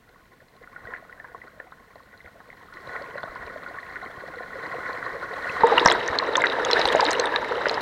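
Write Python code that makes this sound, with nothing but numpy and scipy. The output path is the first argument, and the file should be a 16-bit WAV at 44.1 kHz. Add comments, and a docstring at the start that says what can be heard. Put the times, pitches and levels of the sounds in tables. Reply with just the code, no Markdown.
"""A fast river rushes with bubbles, each ringing as a pocket of air pulsating against the water around it.
It is heard from a floating camera's sealed housing, whose resonant modes colour the water and shift
when it tips into churned foam, 5.55 s in. Near bubbles and slaps of water knock the shell, drops tick
on it and waves shove it with dull bumps, all over the faint hiss of the microphone."""
import sys
import numpy as np
from scipy import signal
from scipy.fft import rfft, irfft
from scipy.io import wavfile
from scipy.ndimage import uniform_filter1d

SR = 44100
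rng = np.random.default_rng(int(sys.argv[2]) if len(sys.argv) > 2 else 0)


def dump_mix(stems):
    """Bounce the given channels to the path in sys.argv[1] as a 16-bit WAV at rate SR."""
    frames = np.atleast_2d(stems).T  # one column per channel
    limited = np.clip(frames, -1, 1)  # hard clip at full scale
    pcm = np.round(limited * 32767).astype(np.int16)
    wavfile.write(sys.argv[1], SR, pcm)


N = 344421


def gain_of(db):
    """Amplitude ratio of a level in decibels."""
    return 10 ** (np.asarray(db) / 20)


def unit_rms(x):
    """Normalisation to an rms of 1."""
    return x / np.sqrt(np.mean(x ** 2) + 1e-20)


def spectrum_gain(points, hz):
    """Gain interpolated between (Hz, dB) points on a logarithmic frequency axis."""
    point_hz, db = np.transpose(points)
    return gain_of(np.interp(np.log(hz + 1), np.log(point_hz + 1), db))


def add(mix, start_s, sound):
    """Superposition: a sound joins the mix at its start time."""
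    part = mix[round(start_s * SR):][:len(sound)]
    part += sound[:len(part)]


def noise_band(samples, lo_hz, hi_hz):
    """Band-limited Gaussian noise with an rms of 1."""
    bandpass = signal.butter(4, [lo_hz, hi_hz], "bandpass", fs=SR, output="sos")
    return unit_rms(signal.sosfilt(bandpass, rng.standard_normal(samples)))


def minimum_phase(gain):
    """Causal impulse response whose phase follows from the log gain by the Hilbert transform."""
    log_gain = np.log(np.concatenate([gain, gain[-2:0:-1]]) + 1e-6)
    return np.fft.ifft(np.exp(np.conj(signal.hilbert(log_gain)))).real[:4096]


def damped_tone(hz, t60, attack_s, glide=0):
    """Damped oscillation; with glide its pitch climbs, as a bubble's does on nearing the surface."""
    t = np.arange(int((t60 + 4 * attack_s) * SR)) / SR
    tone = np.sin(2 * np.pi * hz * (t + glide * t ** 2 / t60))
    envelope = (1 - np.exp(-t / attack_s)) ** 2 * gain_of(-60 * t / t60)
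    return tone * envelope / envelope.max()


def immersion(dip_s=5.55, span_s=0.1):
    """Linear crossfade: 0 while the housing floats, 1 once its front is in the foam."""
    return np.clip((np.arange(N) / SR - dip_s) / span_s, 0, 1)


def housing(x):
    """Modal resonance: the shell and the air inside filter the sound, and immersion shifts their modes."""
    # Modes afloat and in the foam. Each row: frequency in Hz, width in Hz, gain in dB.
    afloat = [(490, 154, -5.5), (690, 190, -8.5), (1070, 98, -1), (1460, 90, -1), (1900, 283, -4.5),
              (3340, 1060, -26), (4100, 570, -21)]
    dipped = [(470, 110, -1.5), (595, 390, -8), (930, 224, -2), (1250, 530, -9), (1800, 450, -8),
              (2800, 1100, -24.5), (3850, 500, -19)]
    # Transmission between the modes. Each row: frequency in Hz, gain in dB.
    shell = [(20, -19.5), (200, -15), (400, -12.5), (850, -12.5), (1500, -9), (2100, -12), (2500, -28),
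             (4500, -32.5), (6000, -37.5), (9000, -44), (16000, -56.5)]
    hz = np.fft.rfftfreq(8192, 1 / SR)
    out = np.zeros(N)
    for modes, share in (afloat, 1 - immersion()), (dipped, immersion()):
        power = sum(gain_of(db) ** 2 / (1 + (2 * (hz - f) / width) ** 2) ** 2 for f, width, db in modes)
        power += spectrum_gain(shell, hz) ** 2
        out += signal.oaconvolve(x * share, minimum_phase(np.sqrt(power)))[:N]
    return out


def self_noise(hiss_db=-62, whine_db=-88, whine_hz=12245):
    """Electronic noise: the microphone's steady broadband hiss and a faint narrowband whine."""
    # Spectral density of the hiss. Each row: frequency in Hz, relative level in dB.
    hiss_spectrum = [(12, -26.5), (20, 4), (446, -6.5), (1090, -11), (1260, -34), (1910, -15), (2390, -15),
                     (12100, -29.5), (16000, -25)]
    white = rfft(rng.standard_normal(N))
    hz = np.fft.rfftfreq(N, 1 / SR)
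    hiss = unit_rms(irfft(white * spectrum_gain(hiss_spectrum, hz), N))
    whine = unit_rms(irfft(white / (1 + ((hz - whine_hz) / 60) ** 4), N))
    return gain_of(hiss_db) * hiss + gain_of(whine_db) * whine


def wave_bumps(ring_cycles=3.5):
    """Heavy damping: each wave's shove on the housing dies within a few low cycles."""
    # Each row: start in seconds, peak level in dB, pitch in Hz.
    shoves = [(0.849, -42, 100), (2.252, -44, 75), (3.238, -38, 151), (3.29, -45, 35), (3.4, -43, 64),
              (3.45, -42, 70), (4.177, -41, 101), (5.497, -33, 153), (5.634, -20, 240), (5.857, -15.5, 206),
              (5.859, -35, 60), (6.1, -32, 75), (6.371, -37, 150), (6.848, -35, 60), (6.949, -25, 200)]
    out = np.zeros(N)
    for start, db, hz in shoves:
        add(out, start, gain_of(db) * damped_tone(hz, ring_cycles / hz, attack_s=0.2 / hz))
    return out


def drops(ring_cycles=49):
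    """Impact excitation: a drop on the shell gives a bright pip, a splatter and a thin crack above."""
    # Each row: start in seconds, peak level of the pip in dB, pitch in Hz.
    impacts = [(0.0919, -55, 4130), (0.4842, -55, 4100), (0.5648, -53, 4070), (1.7169, -52.5, 3760),
               (1.9556, -51, 4080), (2.033, -55, 4100), (2.7387, -46.5, 4130), (2.176, -49, 4040),
               (2.8734, -40, 3980), (3.022, -42, 4370), (3.1805, -41, 4100), (3.232, -37.5, 3500),
               (3.4655, -42, 4000), (4.93, -36, 4200), (5.338, -38, 3760), (5.4946, -24.5, 2570),
               (5.6701, -31, 7440), (5.7799, -6.5, 2820), (5.796, -14, 3740), (5.8497, -31, 7400),
               (5.859, -9, 5500), (5.875, -15.5, 5470), (5.8847, -15, 4080), (5.9, -13.5, 3860),
               (5.908, -23, 5270), (5.9144, -13.5, 3310), (5.9226, -22.5, 7500), (6.0784, -25.5, 5960),
               (6.1871, -11, 4170), (6.355, -10.5, 3540), (6.3687, -17.5, 6200), (6.419, -32.5, 7450),
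               (6.457, -33.5, 5860), (6.4687, -16.5, 3840), (6.4988, -21, 3700), (6.6485, -21, 3400),
               (6.6495, -21.5, 6350), (6.7122, -17.5, 5350), (6.7124, -20, 3340), (6.718, -21, 4100),
               (6.7318, -8, 4040), (6.795, -23, 5200), (6.8144, -14, 3840), (6.8544, -11.5, 3990),
               (6.875, -30, 8400), (6.8867, -14.5, 3700), (6.9582, -28, 6800), (7.0068, -12, 4870),
               (7.044, -30, 7000), (7.052, -16, 4240), (7.0644, -16.5, 3800), (7.1075, -19.5, 6660),
               (7.114, -20.5, 6030), (7.13, -19.5, 4100), (7.1302, -25, 8470), (7.1508, -23, 2870),
               (7.1973, -17, 6250), (7.1974, -13.5, 4100), (7.2563, -22, 3700), (7.257, -32, 8600),
               (7.271, -26, 3660), (7.3603, -11.5, 3810), (7.6848, -23, 5140), (7.6948, -15, 4110),
               (7.712, -32, 6600), (7.7422, -24.5, 4950)]
    out, t = np.zeros(N), np.arange(400) / SR
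    burst = (1 - np.exp(-t / 0.0001)) * gain_of(-60 * t / 0.011)
    for start, db, hz in impacts:
        add(out, start, gain_of(db) * damped_tone(hz, ring_cycles / hz, attack_s=1.8 / hz, glide=0.012))
        add(out, start, gain_of(db - 3.5) * burst * noise_band(len(t), hz / 1.85, hz * 1.22))
        add(out, start, gain_of(db - 38) * burst * noise_band(len(t), 7000, 15000))
    return out


def bubbles_and_slaps(knock_db=1.5):
    """Impulse response: near bubbles sound their own notes; they and slaps of water ring the housing."""
    # Each row: start in seconds, peak level of the note in dB, pitch in Hz, 60 dB decay time in seconds.
    near_bubbles = [(0.159, -44, 1080, 0.024), (0.4038, -41.5, 1750, 0.01), (0.6743, -38, 1370, 0.018),
                    (0.762, -36.5, 1425, 0.084), (0.872, -34, 1904, 0.081), (0.9371, -20, 1640, 0.01),
                    (0.9473, -29, 1960, 0.033), (0.9623, -30, 1700, 0.011), (1.025, -40.5, 637, 0.023),
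                    (1.126, -33.5, 1900, 0.022), (1.199, -31, 1760, 0.038), (1.2452, -37, 1660, 0.053),
                    (1.347, -30.5, 1070, 0.033), (1.416, -34, 1960, 0.036), (1.6002, -26, 1750, 0.013),
                    (1.575, -45, 595, 0.043), (1.67, -44.5, 725, 0.06), (2.003, -46, 1080, 0.04),
                    (2.088, -47, 1460, 0.032), (2.128, -44, 1870, 0.049), (2.204, -38, 2000, 0.028),
                    (2.2452, -40.5, 490, 0.013), (2.2606, -37.5, 2060, 0.015), (2.29, -52, 1460, 0.027),
                    (2.355, -45, 660, 0.068), (2.5021, -33.5, 2000, 0.01), (2.6115, -40, 1040, 0.022),
                    (2.685, -42, 1250, 0.03), (2.724, -38, 1440, 0.069), (2.8731, -32.5, 530, 0.02),
                    (2.9625, -23, 1900, 0.031), (3.0137, -29, 563, 0.046), (3.155, -28, 560, 0.034),
                    (3.1802, -25.5, 1480, 0.0089), (3.2372, -25, 640, 0.018), (3.3575, -31, 1010, 0.047),
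                    (3.5043, -35, 480, 0.011), (3.5599, -28.5, 590, 0.029), (3.6622, -26, 1415, 0.022),
                    (3.7766, -31, 1090, 0.048), (3.7857, -26.5, 1790, 0.021), (3.83, -30, 1900, 0.032),
                    (4.2367, -30, 534, 0.015), (4.5553, -32.5, 520, 0.066), (4.7843, -26.5, 435, 0.0094),
                    (5.027, -22, 1440, 0.016), (5.6343, -5.5, 897, 0.076), (5.641, -9, 470, 0.11),
                    (5.698, -17, 1210, 0.047), (5.722, -12.5, 812, 0.076), (5.7753, -8.5, 930, 0.032),
                    (5.8588, -3, 941, 0.034), (5.8577, -13.5, 637, 0.014), (5.884, -8, 1950, 0.0092),
                    (6.0852, -14.5, 1810, 0.024), (6.1994, -14.5, 1890, 0.01), (6.2255, -18.5, 1025, 0.03),
                    (6.378, -11.5, 1000, 0.043), (6.4191, -12.5, 2040, 0.023), (6.5863, -16.5, 626, 0.015),
                    (6.7323, -15, 470, 0.065), (6.8546, -13, 820, 0.016), (6.9492, -7.5, 580, 0.0095),
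                    (6.958, -14.5, 632, 0.077), (6.9969, -10.5, 930, 0.022), (7.0266, -12.5, 857, 0.049),
                    (7.082, -19, 577, 0.011), (7.0853, -13.5, 1660, 0.011), (7.3397, -18.5, 1655, 0.064),
                    (7.657, -7, 1520, 0.0054), (7.7121, -19, 628, 0.007)]
    # Each row: start in seconds, level of the blow ahead of the housing in dB, centre frequency in Hz.
    slaps = [(0.762, -25.5, 1420), (1.2446, -19, 1180), (1.3467, -21.5, 670), (1.6009, -23.5, 595),
             (1.7217, -22.5, 1190), (1.957, -23.5, 674), (2.1387, -33, 1080), (2.4036, -24, 1070),
             (2.9552, -12, 1030), (3.2309, -14.5, 1070), (3.9577, -13.5, 1650), (4.4068, -16, 535),
             (5.7771, 2.5, 1360), (5.8594, 8, 1400), (5.8747, 0, 790), (5.9159, -2.5, 1600),
             (6.3532, 1.5, 1930), (6.4392, 6, 1800), (6.458, -4, 1700), (6.7021, -2.5, 1450),
             (6.7928, 0.5, 530), (6.9499, -2, 1760), (6.9973, -2, 1880), (7.3599, -4, 1600),
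             (7.5206, -7.5, 1080), (7.7745, -8.5, 875)]
    notes, knocks, t = np.zeros(N), np.zeros(N), np.arange(900) / SR
    burst = (1 - np.exp(-t / 0.00024)) ** 2 * gain_of(-60 * t / 0.038)
    for start, db, hz, t60 in near_bubbles:
        add(notes, start, gain_of(db) * damped_tone(hz, t60, attack_s=0.83 / hz, glide=0.035))
    bubble_blows = [(start, db + knock_db, hz) for start, db, hz, _ in near_bubbles]
    for start, db, hz in bubble_blows + slaps:
        add(knocks, start, gain_of(db) * damped_tone(hz, t60=1.9 / hz, attack_s=0.54 / hz))
        add(knocks, start, gain_of(db - 5.5) * burst * noise_band(len(t), hz / 1.36, hz * 1.5))
    return notes + housing(knocks)


def bubble_swarm(surge, lo_hz, hi_hz, per_s, cycles, spread_db, far, clump, pitches=24):
    """Poisson process: bubbles clump in surges; distant ones blur to noise, with power share `far`."""
    rate = per_s * np.exp(clump * surge - clump ** 2 / 2)
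    strength = gain_of(spread_db * np.minimum(rng.exponential(1, N), 5))
    pulses = strength * (rng.random(N) < rate / SR)
    pitch_index, near = rng.integers(0, pitches, N), np.zeros(N)
    for k, hz in enumerate(np.geomspace(lo_hz, hi_hz, pitches)):
        note = damped_tone(hz, cycles / hz, attack_s=0.94 / hz, glide=0.13)
        note *= np.sqrt(hz) / np.linalg.norm(note)  # even power per Hz as the pitches spread apart
        near += signal.oaconvolve(pulses * (pitch_index == k), note)[:N]
    return np.sqrt(1 - far) * unit_rms(near) + np.sqrt(far) * noise_band(N, lo_hz, hi_hz)


def river(rush_pivot_db=-40, treble_pivot_db=-58):
    """Bubble resonance: the smaller the bubble, the higher its note; five sizes swell with the current."""
    # Strength of the current. Each row: time in seconds, drive of the rush in dB, of the treble in dB.
    current = [(0, -59, -75), (0.5, -59.5, -73), (0.78, -49.5, -68), (0.92, -40.5, -62.5),
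               (1.05, -51, -68.5), (1.3, -49.5, -68.5), (1.75, -53.5, -69.5), (2.68, -51.5, -64.5),
               (2.95, -35, -54), (3.12, -40.5, -58.5), (4.45, -40.5, -57), (4.8, -32.5, -51.5),
               (5.25, -35, -54), (5.62, -27.5, -43), (5.7, -24, -35.5), (5.9, -23, -35.5), (6.0, -29, -39),
               (6.2, -30, -42.5), (6.45, -28, -40.5), (6.62, -27.5, -40), (6.78, -23.5, -30.5),
               (6.95, -27, -36), (7.1, -25.5, -34.5), (7.25, -27, -42), (7.4, -31, -42.5), (7.58, -32, -42),
               (7.7, -26.5, -37.5), (7.81, -31, -41.5)]
    times, *drives = np.transpose(current)
    rush_db, treble_db = (np.interp(np.arange(N) / SR, times, drive) for drive in drives)
    rush_rise, treble_rise = rush_db - rush_pivot_db, treble_db - treble_pivot_db
    foam = immersion()
    # All sizes clump in the same small breaking ripples.
    surge = unit_rms(uniform_filter1d(uniform_filter1d(rng.standard_normal(N), 600), 600))
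    crowding = np.clip(gain_of(rush_db + 37.5), 0, 1)  # the louder the rush, the more its bubbles blend
    babble = gain_of(rush_db + 6.5) * bubble_swarm(
        surge, 840, 2478, per_s=350, cycles=30.4, spread_db=3, far=0.26 + 0.18 * crowding, clump=0.65)
    gurgle = gain_of(-38 + 0.87 * rush_rise + 4.6 * foam) * bubble_swarm(
        surge, 253, 782, per_s=200, cycles=16.9, spread_db=3.5, far=0.13 + 0.34 * crowding, clump=0.7)
    fizz = gain_of(treble_db + 24) * bubble_swarm(
        surge, 2436, 5700, per_s=350, cycles=26, spread_db=3.5, far=0.45, clump=0.7)
    spray = gain_of(-28 + 0.92 * treble_rise - 6 * foam) * bubble_swarm(
        surge, 5630, 13500, per_s=200, cycles=28, spread_db=2.5, far=0.95 - 0.45 * foam, clump=1.8)
    slosh = gain_of(-40 + 0.46 * rush_rise + 0.67 * foam) * bubble_swarm(
        surge, 25, 230, per_s=90, cycles=3.5, spread_db=2.2, far=0.75, clump=0.6)
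    fine_hiss = gain_of(-73.5 + 0.42 * treble_rise - 10 * foam) * noise_band(N, 7900, 17000)
    return housing(babble + gurgle + fizz + spray + slosh) + fine_hiss


def scene():
    """Superposition of all sources in one channel."""
    return (river() + bubbles_and_slaps() + drops() + wave_bumps() + self_noise())[None]


def record(dry, ceiling=0.97, cutoff_hz=15950):
    """Soft saturation: the input stage rounds off the loudest slaps; a low-pass then limits the band."""
    rounded = dry / (1 + abs(dry / ceiling) ** 6) ** (1 / 6)
    lowpass = signal.firwin(511, cutoff_hz, window=("kaiser", 9), fs=SR)
    return signal.oaconvolve(rounded, lowpass[None], "same")


dry = scene()
out = record(dry)
dump_mix(out)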